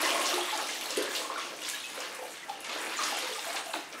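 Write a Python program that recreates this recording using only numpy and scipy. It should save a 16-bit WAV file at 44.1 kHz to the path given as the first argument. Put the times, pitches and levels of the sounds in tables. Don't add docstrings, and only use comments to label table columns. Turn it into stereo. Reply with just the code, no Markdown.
import sys
import numpy as np
from scipy import signal
from scipy.fft import rfft, irfft, next_fast_len
from scipy.io import wavfile

SR = 44100
rng = np.random.default_rng(int(sys.argv[2]) if len(sys.argv) > 2 else 0)


def dump(signal):
    limited = np.clip(np.atleast_2d(signal).T, -1, 1)
    pcm = np.round(limited * 32767).astype(np.int16)
    wavfile.write(sys.argv[1], SR, pcm)


N = 176400
TIME = np.arange(N) / SR


def amp(db):
    return 10 ** (np.asarray(db) / 20)


def unit(x):
    return x / np.sqrt(np.mean(x ** 2) + 1e-20)


def read(points, hz):
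    table_hz, value = np.transpose(points)
    return np.interp(np.log(hz + 1), np.log(table_hz + 1), value)


def shaped(x, colour):
    size = next_fast_len(N + 4096)
    gain = amp(read(colour, np.fft.rfftfreq(size, 1 / SR)))
    return irfft(rfft(x, size) * gain, size)[..., :N]


def add(mix, start_s, sound):
    part = mix[max(round(start_s * SR), 0):][:len(sound)]
    part += sound[:len(part)]


# (frequency [Hz], relative level [dB])
AIR_COLOUR = [(20, -26), (45, -4), (90, -5.5), (170, 6), (300, 7), (1000, -2.5), (15000, -34)]

def room_tone(air_db=-61, hum_hz=60.2, hum_db=-89):
    shared, left, right = (unit(shaped(noise, AIR_COLOUR)) for noise in rng.standard_normal((3, N)))
    air = 0.79 * shared + 0.65 * np.array([left, right])
    return amp(air_db) * air + amp(hum_db) * np.sin(2 * np.pi * hum_hz * TIME)


# (frequency [Hz], time to fall 60 dB [s])
TILE_DECAY = [(250, 0.67), (700, 0.46), (2000, 0.34), (5000, 0.43), (14000, 0.23)]

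def tile_tail(size=24000, build_s=0.011):
    taps = rng.standard_normal(size) * (rng.random(size) < 0.2)
    taps *= np.minimum(np.arange(size) / SR / build_s, 1)
    hz, t, spectrum = signal.stft(taps, SR, nperseg=256)
    decay = amp(-60 * t / read(TILE_DECAY, hz)[:, None])
    tail = signal.istft(spectrum * decay, SR, nperseg=256)[1][:size]
    return tail / np.linalg.norm(tail)


def path_to_microphone(echo_db, tail_db=-2, early_db=-6.5, early_span_s=0.016, echoes=12):
    response = amp(tail_db + echo_db) * tile_tail()
    response[0] += 1
    echo_gain = amp(early_db + echo_db) / np.sqrt(echoes)
    for place, sign in zip(rng.random(echoes), rng.choice([-1, 1], echoes)):
        delay_s = 0.001 + early_span_s * place
        response[round(delay_s * SR)] += sign * echo_gain
    return response / np.linalg.norm(response)


# (frequency [Hz], gain [dB], time to fall 60 dB [s])
TUB_MODES = [(330, -21, 0.78), (440, 6, 0.24), (545, -6.5, 0.27), (658, 0, 0.32), (853, 5, 0.47),
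             (1130, -3.5, 0.45)]
# (frequency [Hz], side gain [dB])
STEREO_WIDTH = [(200, -82), (600, -39), (1200, -43), (2000, -24.5), (4000, -20.5), (14000, -15.5)]

def bathroom(far, near, near_echo_db=-0.5):
    spots = [(sound, 0) for sound in far] + [(sound, near_echo_db) for sound in near]
    mid = sum(signal.oaconvolve(sound, path_to_microphone(echo_db))[:N] for sound, echo_db in spots)
    total = sum(sound for sound, _ in spots)
    for hz, db, t60 in TUB_MODES:
        q = hz * t60 * np.pi / np.log(1000)
        mid += amp(db) * signal.lfilter(*signal.iirpeak(hz, q, SR), total)
    side = shaped(signal.oaconvolve(total, tile_tail())[:N], STEREO_WIDTH)
    return np.array([mid + side, mid - side])


# (time [s], centre [Hz], level before colour [dB], decay [s])
NEAR_SPATS = [(0.256, 5000, -24.5, 0.014), (0.341, 3740, -16, 0.0019), (0.575, 7460, -26, 0.0035),
              (0.8113, 3200, -28, 0.0038), (0.811, 11500, -33, 0.005), (0.839, 11000, -34.5, 0.0027),
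              (0.8576, 13000, -32.5, 0.0035), (0.9057, 6000, -26, 0.0039), (0.9717, 3280, -24, 0.0029),
              (0.966, 9900, -31, .002), (0.972, 9400, -27.5, 0.0046), (1.025, 9700, -29.5, 0.0066),
              (1.021, 3900, -26.5, 0.0041), (1.1513, 3900, -26.5, 0.027), (1.636, 3350, -32, 0.0082),
              (1.682, 2740, -28, 0.0067), (1.6894, 8450, -24, 0.0022), (1.699, 7760, -21.5, 0.0015),
              (1.9015, 8500, -32, 0.0018), (2.0033, 6200, -30.5, 0.0047), (2.148, 8900, -36, 0.0058),
              (2.19, 915, -29.5, 0.0047), (2.493, 3140, -33, 0.0069), (2.6048, 10100, -33.5, 0.0028),
              (2.6446, 6000, -35, 0.0082), (2.646, 2800, -32, 0.0086), (2.694, 3100, -30.5, 0.013),
              (2.722, 3780, -33, 0.009), (3.034, 5650, -26.5, 0.017), (3.172, 8000, -30, .003),
              (3.393, 3040, -22.5, 0.0021), (3.5017, 4370, -31, 0.0022), (3.564, 2900, -30, 0.0087),
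              (3.737, 3000, -23.5, 0.0024), (3.7387, 1410, -22, 0.0033), (3.931, 2200, -28.5, 0.0028)]
# (frequency [Hz], gain [dB])
SPAT_COLOUR = [(60, -24), (250, -27), (1000, -4.5), (4500, -2), (9000, -2.5), (11500, -2.5), (15000, -7)]

def spats(relative_bandwidth=0.53):
    out, t = np.zeros(N), np.arange(4096) / SR
    for start_s, hz, db, decay_s in NEAR_SPATS:
        noise = rng.standard_normal(len(t))
        burst = signal.lfilter(*signal.iirpeak(hz, 1 / relative_bandwidth, SR), noise)
        top_hz = min(1.46 * hz, SR / 3)
        burst = signal.lfilter(*signal.butter(2, top_hz, fs=SR), burst)
        add(out, start_s, amp(db) * unit(burst) * np.exp(-t / decay_s))
    return shaped(out, SPAT_COLOUR)


def bubble(hz, cycles, rise=0.1095, attack_cycles=1.2):
    turns = np.arange(0, 7 * cycles, hz / SR)
    envelope = (1 - np.exp(-turns / attack_cycles)) * np.exp(-turns / cycles)
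    phase = 2 * np.pi * turns * (1 + rise * turns / cycles / 2)
    return envelope / envelope.max() * np.sin(phase)


# (time [s], pitch [Hz], level before colour [dB], decay [cycles])
PLOPS_AND_SLAP = [(.003, 1053, -34, 8.2), (.034, 330, -26, 1.8), (.036, 2036, -25, 43),
                  (0.051, 1810, -21, 6.9), (0.058, 1053, -21.5, 8.5), (.076, 925, -22.5, 4.1),
                  (.078, 2980, -26, 20), (.115, 680, -23.5, 6.1), (.135, 582, -26.5, 3.6),
                  (.156, 1080, -23, 9), (.243, 1063, -28, 14), (.318, 587, -27.5, 3.8),
                  (.328, 1200, -21, 2.9), (0.334, 349.2, -24.5, 10.5), (.378, 825, -24, 3.5),
                  (.391, 716, -25, 3.5), (.412, 3260, -22, 11), (0.482, 1094, -27, 4.3),
                  (.505, 2060, -31.5, 14), (.526, 853, -28, 10), (.551, 765, -22, 1.5),
                  (.597, 837, -29, 3.1), (.654, 6870, -38, 13), (0.691, 1670, -31, 9.8),
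                  (.712, 740, -35, 5.5), (.78, 733, -35.5, 8), (0.859, 4150, -22, 5.4),
                  (.902, 532, -33, 3.9), (.971, 301, -23.5, 1.2), (0.975, 409, -16.5, 1.6),
                  (.992, 545, -28.5, 7.6), (1.023, 440, -42, 1.5), (1.078, 1670, -27.5, 5.9),
                  (1.104, 1670, -35, 7.9), (1.217, 1100, -28, 2.5), (1.249, 1050, -28, 4.1),
                  (1.3, 1070, -21.5, 2.8), (1.318, 1096, -26, 7.3), (1.36, 1360, -23, 5),
                  (1.376, 1130, -25, 11.4), (1.39, 1275, -27.5, 5.7), (1.401, 3320, -26.5, 4.8),
                  (1.503, 544, -37, 4.7), (1.619, 2870, -28, 7.8), (1.734, 1670, -30.5, 17),
                  (1.75, 3780, -29, 11), (1.84, 2570, -30.5, 33), (1.976, 493, -41.5, 7),
                  (2.023, 528, -40, 8.7), (2.189, 522, -33.5, 3.3), (2.222, 489, -34, 6.5),
                  (2.226, 724, -31, 5.1), (2.381, 1620, -37, 6), (2.43, 1970, -34.5, 10),
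                  (2.484, 850, -35.5, 4), (2.495, 790, -27, 6.2), (2.554, 2870, -35, 8.8),
                  (2.634, 2700, -37, 9), (2.702, 1170, -34, 5.1), (2.971, 7080, -24, 22),
                  (2.987, 4110, -27, 29), (2.989, 1238, -21, 9.6), (3.002, 1120, -25.5, 8.8),
                  (3.016, 1236, -22, 5.3), (3.036, 1260, -31, 5.6), (3.124, 800, -29, 5.3),
                  (3.143, 713, -30.5, 10.6), (3.168, 763, -30, 3.4), (3.225, 505, -33.5, 5.6),
                  (3.27, 936, -35, 5.4), (3.292, 495, -31.5, 4.9), (3.312, 443, -36.5, 5.9),
                  (3.358, 1210, -31, 7.9), (3.38, 845, -34, 6), (3.467, 685, -32, 21),
                  (3.545, 774, -30, 9.7), (3.665, 703, -31, 9), (3.694, 706, -31, 3.1),
                  (3.7349, 4070, -24, 3), (3.7378, 3780, -20.5, 2.5), (3.7395, 860, -24, 1.3),
                  (3.741, 1380, -23, 1.3), (3.748, 320, -30.5, 2.4), (3.758, 702, -30, 15.5),
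                  (3.95, 1290, -32, 9)]
# (frequency [Hz], gain [dB])
PLOP_COLOUR = [(40, -34), (120, -6), (200, -24), (280, -6.5), (600, -2.5), (4000, -2.5)]

def plops_and_slap(twin_db=-8, twin_spread=0.14):
    out = np.zeros(N)
    twins = rng.random((len(PLOPS_AND_SLAP), 2))
    for (start_s, hz, db, cycles), (detune, lag) in zip(PLOPS_AND_SLAP, twins):
        add(out, start_s, amp(db) * bubble(hz, cycles, rise=0.007))
        twin_hz = hz * np.exp(twin_spread * (2 * detune - 1))
        twin_s = start_s + 0.014 * (0.3027 + lag)
        add(out, twin_s, amp(db + twin_db) * bubble(twin_hz, cycles / 2))
    return shaped(out, PLOP_COLOUR)


def spurts(seconds, depth_db, step_s=0.03):
    swings = np.clip(rng.standard_normal(1024), -2, 2)
    return amp(depth_db * np.interp(seconds / step_s, np.arange(1024), swings))


def patter(low_hz, high_hz, per_s, cycles, spread_db, impact=0, pitches=24, spots=4):
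    lands = rng.random(N) < per_s / SR
    strength = lands * amp(spread_db * np.minimum(rng.exponential(1, N), 3.5))
    strength *= rng.choice([-1, 1], N)
    strength *= spurts(TIME, depth_db=2.15)
    pitch_index, rings = rng.integers(0, pitches, N), np.zeros((spots, N))
    for k, (detune, sustain) in enumerate(rng.random((pitches, 2))):
        hz = low_hz * (high_hz / low_hz) ** ((k + detune) / pitches)
        ring = bubble(hz, cycles * (0.5 + sustain), attack_cycles=0.54)
        onsets = np.flatnonzero(strength * (pitch_index == k))
        gains = strength[onsets] * spurts(onsets / SR, depth_db=3)
        drops = np.outer(gains, ring / np.linalg.norm(ring))
        samples = onsets[:, None] + np.arange(len(ring))
        rings[k % spots] += np.bincount(samples.ravel(), drops.ravel(), N)[:N]
    impacts = strength * (pitch_index % spots == np.arange(spots)[:, None])
    wash = amp(-9) * rng.standard_normal((spots, N))
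    drive = impact * unit(impacts) + wash
    band = signal.butter(3, [low_hz, min(high_hz, SR / 2 - 1000)], "band", fs=SR, output="sos")
    splash = np.std(drive) * unit(signal.sosfilt(band, drive))
    return unit(unit(rings) + splash) / np.sqrt(spots)


# (time [s], large-bubble level [dB], small-bubble level [dB])
BUBBLING_LEVELS = [(0, -36.5, -27.5), (.06, -38.5, -37.5), (.2, -36, -34.5), (.33, -39, -39),
                   (.45, -47.5, -38), (0.581, -43, -39), (.64, -47, -46), (.8, -47.5, -43),
                   (.85, -43.5, -41.5), (1, -47.5, -39), (1.17, -40, -41), (1.27, -44, -49.5),
                   (1.39, -45.5, -43), (1.55, -46, -49.5), (1.68, -51, -44), (1.81, -56.5, -49),
                   (1.98, -44, -41.5), (2.12, -51.5, -46.5), (2.26, -49.5, -47.5), (2.38, -59, -51.5),
                   (2.49, -47.5, -48.5), (2.61, -50.5, -51), (2.68, -48.5, -44), (2.73, -41, -39),
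                   (2.86, -42, -39.5), (2.98, -54, -41), (3.01, -39, -33), (3.12, -45, -42),
                   (3.27, -43, -39.5), (3.36, -54, -47.5), (3.45, -47.5, -41), (3.58, -44, -38.5),
                   (3.64, -56, -51.5), (3.72, -53, -47.5), (3.76, -38.5, -43), (3.84, -74, -51),
                   (3.91, -55, -54), (3.95, -45, -50.5), (4, -55, -44)]
# (time [s], droplet level [dB], spray level [dB])
SPLATTER_LEVELS = [(0.0, -30, -37), (0.24, -36, -35.5), (0.26, -31.5, -34.5), (0.37, -39, -38),
                   (0.74, -37.5, -45), (0.79, -44.5, -41.5), (0.94, -38, -43), (1.04, -40.5, -57),
                   (1.09, -43, -43), (1.155, -41, -34.5), (1.32, -45.5, -50.5), (1.39, -41.5, -46.5),
                   (1.53, -48.5, -50), (1.6, -45, -46), (1.68, -38, -44), (1.69, -38, -39),
                   (1.8, -43.5, -45), (2.04, -44.5, -47.5), (2.27, -49, -45), (2.46, -51, -53),
                   (2.49, -50, -44), (2.58, -49, -58), (2.66, -48.5, -52.5), (2.73, -40, -48.5),
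                   (2.85, -43.5, -43), (2.97, -37.5, -48), (3.05, -34, -38), (3.13, -37, -46),
                   (3.17, -36, -43.5), (3.35, -43, -43.5), (3.55, -41.5, -39.5), (3.56, -34.5, -45),
                   (3.62, -45.5, -50), (3.735, -51, -45.5), (3.75, -46, -43.5), (3.79, -46.5, -52.5),
                   (3.91, -57, -54), (3.93, -43.5, -54), (4.0, -59, -42)]
# (lowest [Hz], highest [Hz], rate [1/s], typical decay [cycles], size spread [dB], impact strength [0-1])
DROP_CLASSES = [(253, 776, 260, 1.92, 2, 0.35), (800, 2570, 850, 4.33, 3, 0.51),
                (2504, 6360, 900, 6.1, 3.5, 0.38), (5440, 15800, 1500, 7.2, 4.5, 0.07)]
# (frequency [Hz], gain [dB])
SPLASH_COLOUR = [(60, -22), (150, -49), (235, -5.5), (320, -3), (410, -6.5), (520, -1.5), (800, -2),
                 (1200, 0.5), (2000, 0.5), (3000, 0), (4500, -2.5), (6000, -5), (8000, -1.5), (10500, -3),
                 (13000, -8), (16000, -11.5)]

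def falling_water(tinkle_db=-6.5):
    large, small, droplets, spray = (
        amp(np.interp(TIME, times, db))
        for times, *columns in (np.transpose(BUBBLING_LEVELS), np.transpose(SPLATTER_LEVELS))
        for db in columns)
    levels = (large, small, droplets, spray)
    water = sum(level * patter(*drops) for level, drops in zip(levels, DROP_CLASSES))
    tinkle = patter(low_hz=1800, high_hz=11500, per_s=97, cycles=16.8, spread_db=4.1, pitches=48)
    return shaped(water + amp(tinkle_db) * droplets * tinkle, SPLASH_COLOUR)


def scene():
    return bathroom(far=falling_water(), near=[plops_and_slap(), spats()]) + room_tone()


def record(dry, cutoff_hz=15750):
    lowpass = signal.firwin(1023, cutoff_hz, window=("kaiser", 9), fs=SR)
    return signal.oaconvolve(dry, lowpass[None], "same")


dry = scene()
out = record(dry)
dump(out)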